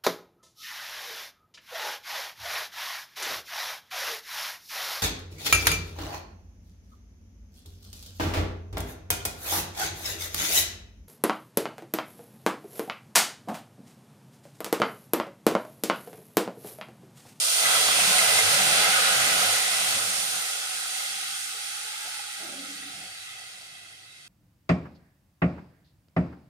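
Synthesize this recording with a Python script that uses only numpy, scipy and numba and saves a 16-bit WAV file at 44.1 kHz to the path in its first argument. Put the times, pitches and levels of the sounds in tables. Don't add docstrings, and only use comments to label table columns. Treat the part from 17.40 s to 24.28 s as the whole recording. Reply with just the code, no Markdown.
import sys
import numpy as np
from scipy import signal
from scipy.fft import rfft, irfft
from scipy.io import wavfile
from scipy.ndimage import uniform_filter1d
from numba import njit

SR = 44100
rng = np.random.default_rng(int(sys.argv[2]) if len(sys.argv) > 2 else 0)


def digitize_waveform(pressure):
    field = np.atleast_2d(pressure).T
    bounded = np.clip(field, -1, 1)
    quanta = np.round(bounded * 32767).astype(np.int16)
    wavfile.write(sys.argv[1], SR, quanta)


N = 303408
TIME, HZ = np.arange(N) / SR, np.maximum(np.fft.rfftfreq(N, 1 / SR), 1)


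def undb(db):
    return 10 ** (np.asarray(db) / 20)


def unit(x):
    return x / np.sqrt(np.mean(x ** 2))


def curves(table):
    times, *cols = np.transpose(table)
    return [np.interp(TIME, times, col) for col in cols]


def over_hz(table):
    hz, value = np.transpose(table)
    return np.interp(np.log(HZ), np.log(hz), value)


def since(start_s):
    return np.maximum(TIME - start_s, 0)


def ramp(start_s, length_s):
    return np.minimum(since(start_s) / length_s, 1)


def waver(rate_hz):
    hold = int(SR / rate_hz)
    steps = np.repeat(rng.standard_normal(N // hold + 1), hold)
    smooth = uniform_filter1d(uniform_filter1d(steps, hold), hold)[:N]
    return .9 * (smooth - uniform_filter1d(smooth, 4 * hold))


@njit
def svf(x, g, damping):
    y = np.empty_like(x)
    for c in range(len(x)):
        band, low = 0., 0.
        for i in range(x.shape[1]):
            v = (band + g[i] * (x[c, i] - low)) / (1 + g[i] * (g[i] + damping[i]))
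            band, low = 2 * v - band, low + 2 * g[i] * v
            y[c, i] = damping[i] * v
    return y


def bandpass(x, hz, width_hz):
    ones = np.ones(x.shape[1])
    return svf(x, np.tan(np.pi * hz / SR) * ones, width_hz / hz * ones)


def ring(x, hz, width_hz):
    return bandpass(bandpass(x, hz, width_hz), hz, 2 * width_hz)


def drops(per_s=7.4, jump_db=3, fade_s=0.013):
    hits = np.maximum(per_s / SR - rng.random(N), 0) * SR / per_s
    return 1 + undb(jump_db) * signal.lfilter([1], [1, -np.exp(-1 / (fade_s * SR))], hits)


def modes(x, table, flicker_db, rate_hz, pitch=1, widen=1, dripping=False):
    pitch = np.broadcast_to(pitch, (len(table), N))
    out = 0
    for k, (hz, width_hz, db) in enumerate(table):
        gain = (-1) ** k * undb(db + flicker_db * waver(rate_hz))
        drive = x * drops() if dripping else x
        out = out + gain * ring(drive, hz * pitch[k], width_hz * widen)
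    return unit(out)


# (frequency [Hz], common power share [0-1])
COHERENCE = [(60, 0.87), (300, 0.82), (700, 0.85), (1000, 0.58), (1500, 0.33), (3000, 0.19), (6000, 0.16),
             (14000, 0.043)]
LEFT_LAG_S = 0.00017

def bursts(spread_db):
    noise = rng.standard_normal((3, N)) * undb(spread_db * rng.standard_normal((3, N)))
    common, left, right = rfft(noise)
    share = over_hz(COHERENCE)
    lag = np.exp(-2j * np.pi * HZ * LEFT_LAG_S)
    shared = np.sqrt(share) * np.array([common * lag, common])
    separate = np.sqrt(1 - share) * np.array([left, right])
    return unit(irfft(shared + separate, N))


# (frequency [Hz], relative density [dB])
KITCHEN_SPECTRUM = [(25, -18), (60, -3), (100, -15), (200, -10), (400, -5), (1000, -17), (4000, -31)]

def kitchen(level_db=-74.5):
    spectrum = rfft(bursts(spread_db=3.5)) * undb(over_hz(KITCHEN_SPECTRUM))
    return undb(level_db) * unit(irfft(spectrum, N))


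# (frequency [Hz], width [Hz], gain [dB])
STOVE_MODES = [(55, 70, -24), (99.8, 10.7, 0), (124.5, 8, -5), (145, 12.6, -7)]
GRATE_MODES = [(189, 27, 2), (288.6, 33, -5), (355, 63, -8)]
# (time [s], level [dB])
STOVE_HUM = [(4.3, -86), (5.3, -76), (5.55, -64.5), (5.9, -71.5), (6.88, -71)]
SWING_S, SWING_RISE_S = 4.97, 0.06

def stove_rumble(boil_db=-53.5, sag_db=-16, stove_floor_db=-81, grate_floor_db=-74.5):
    x = bursts(spread_db=2.5)
    boil = undb(boil_db + sag_db * ramp(2.16, .83) + 3.5 * waver(4.1))
    boil *= ramp(.17, .085) ** 2 * (1 - ramp(2.99, .12)) ** 2
    buzz = undb(grate_floor_db + 5 * (1 - ramp(3.67, .5)))
    shake = undb(-63) * ramp(SWING_S, SWING_RISE_S) * (1 - ramp(5.64, .053))
    hum = undb(stove_floor_db) + undb(curves(STOVE_HUM)[0])
    stove = (boil + hum) * modes(x, STOVE_MODES, flicker_db=3.2, rate_hz=5.3)
    grate = (undb(1) * boil + buzz + shake) * modes(x, GRATE_MODES, flicker_db=2.9, rate_hz=6.2)
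    return stove + grate


def jug(note_hz=282.3, drone_db=-49, peak_s=5.21, cut_s=5.48, rush_db=-46.5):
    x = bursts(spread_db=2.0)
    rush_hz = np.maximum(645 - 440 * since(SWING_S), 250)
    rush = unit(ring(x, rush_hz, 110)) + undb(-2) * unit(ring(x, 0.56 * rush_hz, 140))
    rush *= undb(rush_db - 44 * since(SWING_S))
    tone = np.sin(2 * np.pi * np.cumsum(note_hz * (1 + .015 * waver(25))) / SR)
    drone = unit(unit(ring(x, note_hz, 20)) + undb(-2) * tone)
    drone *= undb(drone_db - 150 * np.maximum(peak_s - TIME, 0) - 32 * since(peak_s) - 120 * since(cut_s))
    return ramp(SWING_S, SWING_RISE_S) ** 2 * (drone + rush)


# (time [s], level [dB], pitch [Hz], half-length [s])
GURGLE_EVENTS = [(4.163, -55.5, 463, 0.038), (4.462, -60, 452, 0.037)]

def gurgles(width_hz=62):
    x = bursts(spread_db=3.5)
    return sum(undb(db) * np.exp(-2 * ((TIME - s) / half_s) ** 2) * unit(ring(x, hz, width_hz))
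               for s, db, hz, half_s in GURGLE_EVENTS)


# (time [s], level before halving [dB], centre [Hz])
SPLAT_EVENTS = [(.257, -30, 1300), (.483, -17, 800), (.584, -28, 700), (.986, -16, 1800), (4.65, -37, 620)]

def splats(rise_s=0.0032, t60_s=0.062):
    out = np.zeros(N)
    t = np.arange(int(t60_s * SR)) / SR
    for s, db, hz in SPLAT_EVENTS:
        i = int(s * SR)
        noise = unit(bandpass(rng.standard_normal((1, len(t))), hz, width_hz=1.1 * hz))[0]
        out[i:i + len(t)] += noise * undb(db - 60 * t / t60_s) * np.minimum(t / rise_s, 1) / 2
    return np.array([np.roll(out, int(LEFT_LAG_S * SR)), out])


# (time [s], level [dB], pitch [Hz])
POP_EVENTS = [(.257, -23, 2020), (.352, -21.5, 1330), (.428, -27, 747), (.587, -24.5, 730),
              (.789, -17, 2050), (.986, -17, 2080), (1.203, -26, 736), (1.387, -27, 1490),
              (1.492, -29, 790), (2.829, -36.5, 826), (3.13, -37, 1400), (3.41, -36, 1950),
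              (3.55, -38, 2060), (3.67, -38, 3300), (3.87, -42, 3300), (4.674, -38, 740), (4.74, -40, 1350),
              (4.795, -39.5, 820)]

def pops(rise_s=0.00047, t60_s=0.077):
    out = np.zeros(N)
    t = np.arange(int(t60_s * SR)) / SR
    for s, db, hz in POP_EVENTS:
        i = int(s * SR)
        envelope = undb(db - 60 * t / t60_s) * (1 - np.exp(-t / rise_s))
        out[i:i + len(t)] += envelope * np.sin(2 * np.pi * hz * t)
    return np.array([np.roll(out, int(LEFT_LAG_S * SR)), out])


# (frequency [Hz], width [Hz], gain [dB])
CROSS_MODES = [(2607, 214, -1), (2927, 120, -13), (3262, 200, -1.5), (3570, 120, -7), (3877, 240, -2),
               (4487, 280, -3), (5080, 210, -6.5), (5730, 140, -8.5), (6500, 190, -14.5)]
THIRD_MODES = [(1950, 100, 0), (2092, 94, -0.5)]
# (time [s], pitch shift [%], width factor [1])
CROSS_DRIFT = [(0, 0., .6), (.4, 2., 1.3), (1.5, 0.58, 1.2), (2.7, 0.74, 0.77), (3.7, 1.3, 0.84),
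               (5, 0.053, 0.76), (6, 0.33, 0.71), (6.88, -.2, 0.64)]
# (time [s], shift each way [%])
THIRD_SPREAD = [(0, -1), (.7, -1.5), (1.5, -0.4), (3.7, .6), (5.2, 0.6), (6.3, -0.3), (6.88, -0.5)]
# (time [s], pitch [Hz], level re cross modes [dB])
STREAM_RING = [(0, 3230, -1), (.2, 3260, -7), (.6, 3380, -8), (1.2, 3330, -20), (3.7, 3300, -11),
               (4.6, 3280, -23)]

def upper_notes(x, third_db):
    shift_pct, widen = curves(CROSS_DRIFT)
    cross = modes(x, CROSS_MODES, 2.9, 9, pitch=1 + shift_pct / 100, widen=widen, dripping=True)
    pair_pitch = 1 + np.outer([-1, 1], curves(THIRD_SPREAD)[0]) / 100
    third = undb(third_db) * modes(x, THIRD_MODES, 3.8, 10, pitch=pair_pitch, dripping=True)
    stream_hz, stream_db = curves(STREAM_RING)
    stream = undb(stream_db + 3 * waver(12)) * unit(ring(x * drops(), stream_hz, 120))
    return cross + third + stream


# (time [s], note [0 lowest, 1 second], gain [dB], half-length [s])
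SLOSHES = [(.36, 1, -0.5, 0.054), (0.585, 0, -2, 0.051), (5.07, 0, 3.5, 0.09), (5.446, 1, 2.5, 0.068),
           (5.618, 0, 7.5, 0.18), (5.995, 0, 4.5, 0.074)]

def slosh_db(note):
    swell_db = sum(db * np.exp(-2 * ((TIME - s) / half_s) ** 2)
                   for s, which, db, half_s in SLOSHES if round(which) == note)
    return swell_db + 0.5 * waver(12)


# (time [s], churn [dB], lowest note [Hz], spray [dB], third note [dB])
SURFACE_STATE = [(0, 0, 718, -1, -4.5), (.6, 3.5, 730, 5.5, -2), (1.6, 1.5, 738, 6.5, -1),
                 (2.6, 1.5, 738, 5, -2), (3.5, -3, 763, 0, -5), (4.1, -8.5, 793, -2, -5),
                 (4.6, -9, 834, 0, -5.5), (5.3, -11, 780, -2.5, -5.5), (5.6, -7.5, 742, -2, -6),
                 (6.2, -6, 740, -3.5, -5.5), (6.88, -9, 720, -9, -5.5)]
# (frequency [Hz], width [Hz], gain [dB])
WALL_MODES = [(455.5, 55, -5.5), (567.4, 51, -2.5), (665.3, 20.5, 3), (736.4, 13.4, 5.5), (766.6, 14, -5.5),
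              (841, 27, -3.5)]
SECOND_MODES = [(1304, 183, 0), (1483, 62, 0.5), (1608, 56, 1), (1726, 44, -8.5)]

def pot(upper_db, second_db, lowest_db, note_width_hz=150):
    churn_db, note_hz, spray_db, third_db = curves(SURFACE_STATE)
    x, spray = bursts(spread_db=1.5), bursts(spread_db=1.5)
    splash = undb(spray_db) * unit(ring(ring(spray, 2520, 3460), 2520, 3460))
    splash += undb(-9.5 + 1.6 * churn_db) * unit(ring(spray, 1022, 200))
    upper = upper_notes(x, third_db) + splash
    lowest = unit(ring(ring(x, note_hz, note_width_hz), note_hz, note_width_hz))
    lowest *= undb(0.65 * waver(6.4))
    wall = undb(churn_db) * modes(x, WALL_MODES, flicker_db=2.9, rate_hz=5.85)
    second = modes(x, SECOND_MODES, flicker_db=1.3, rate_hz=9, dripping=True)
    second = ring(second, 1400, 660)
    return (undb(upper_db) * unit(upper) + undb(second_db) * unit(second)
            + undb(lowest_db) * unit(lowest + wall))


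# (frequency [Hz], relative density [dB])
FIZZ_SPECTRUM = [(2500, -5), (4000, -2), (6000, -2), (9000, -1.5), (12000, -7), (15500, -16)]

def fizz(cooling_db):
    spectrum = rfft(bursts(spread_db=3.0)) * undb(over_hz(FIZZ_SPECTRUM))
    swell_db = .5 * waver(10)
    out = 0
    for hz in 2500 * 2 ** (np.arange(9) / 3):
        band = np.cos(np.pi / 2 * np.clip(3 * np.log2(HZ / hz), -1, 1)) ** 2
        thin_db = cooling_db * (0.18 * max(np.log2(hz / 8000), 0) + 0.071 * max(np.log2(5000 / hz), 0))
        flicker_db = 1.13 * waver(7) + 0.84 * waver(20)
        out = out + undb(thin_db + swell_db + flicker_db) * irfft(spectrum * band, N)
    return unit(out)


# (time [s], fizz [dB], upper notes [dB], second note [dB], lowest note [dB])
SIZZLE_LEVELS = [(0, -28, -10, -17, -19.5), (.13, -26.5, -8, -15, -19), (.21, -26, -6, -12.5, -13),
                 (.26, -26, -3, -6.5, -14.5), (.33, -26.5, -2.5, -5.5, -13), (.45, -26.5, -3.5, -12, -13.5),
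                 (.8, -25.5, -4, -9.5, -13), (1.25, -26, -4.5, -8, -11.5), (1.4, -27.5, -1.5, -6, -9.5),
                 (1.6, -27.5, -2.5, -3.5, -10.5), (1.9, -27.5, -3.5, -6, -11.5),
                 (2.15, -28.5, -3.5, -9, -11.5), (2.35, -30, -4, -11, -14), (2.53, -29, -4.5, -11.5, -16),
                 (2.62, -30.5, -6.5, -10, -15), (2.8, -31, -6.5, -13.5, -16.5),
                 (3.1, -34.5, -4.5, -11, -16), (3.85, -37, 0, -10, -17), (4.05, -38, -1.5, -10.5, -18),
                 (4.7, -40.5, 0.5, -8.5, -10.5), (5.3, -44.5, 3, -8.5, -14.5),
                 (5.9, -48.5, 5.5, -9.5, -14.5), (6.1, -49.5, 5, -9.5, -11), (6.55, -56, 8, -9, -9.5),
                 (6.88, -58, 8.5, -10, -16)]

def sizzle(surge_db=0.61):
    fizz_db, upper_db, second_db, lowest_db = curves(SIZZLE_LEVELS)
    gain = undb(fizz_db + surge_db * waver(10))
    fine = fizz(cooling_db=fizz_db - fizz_db.max())
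    coarse = pot(upper_db, second_db + slosh_db(note=1), lowest_db + slosh_db(note=0))
    return gain * (fine + coarse)


def room(x, t60_s=.25, tail_db=-14, gap_s=.004):
    t = np.arange(int(.4 * SR)) / SR
    tail = rng.standard_normal((2, len(t))) * undb(-60 * t / t60_s) * (t > gap_s)
    tail = undb(tail_db) * tail / np.sqrt(np.sum(tail ** 2, axis=1, keepdims=True))
    return x + signal.fftconvolve(x, tail, axes=1)[:, :N]


def scene():
    return kitchen() + room(sizzle() + pops() + splats() + gurgles()) + stove_rumble() + jug()


# (frequency [Hz], gain [dB])
LEFT_PORT = [(60, 0.5), (400, 1.5), (1500, 2), (5000, 2.5), (7300, 4), (9000, -1.5), (11000, -3),
             (15000, 3)]
RIGHT_PORT = [(60, 1.4), (400, 3.6), (1500, 3.77), (5000, 3.5), (7600, 0.85), (8300, 4.7), (9000, 11.7),
              (9800, 7.8), (11500, 2.6), (15000, 4.8)]

def record(dry, top_hz=15400):
    ports = irfft(rfft(dry) * undb([over_hz(LEFT_PORT), over_hz(RIGHT_PORT)]), N)
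    return signal.sosfilt(signal.ellip(16, .5, 70, top_hz, fs=SR, output="sos"), ports)


dry = scene()
out = record(dry)
digitize_waveform(out)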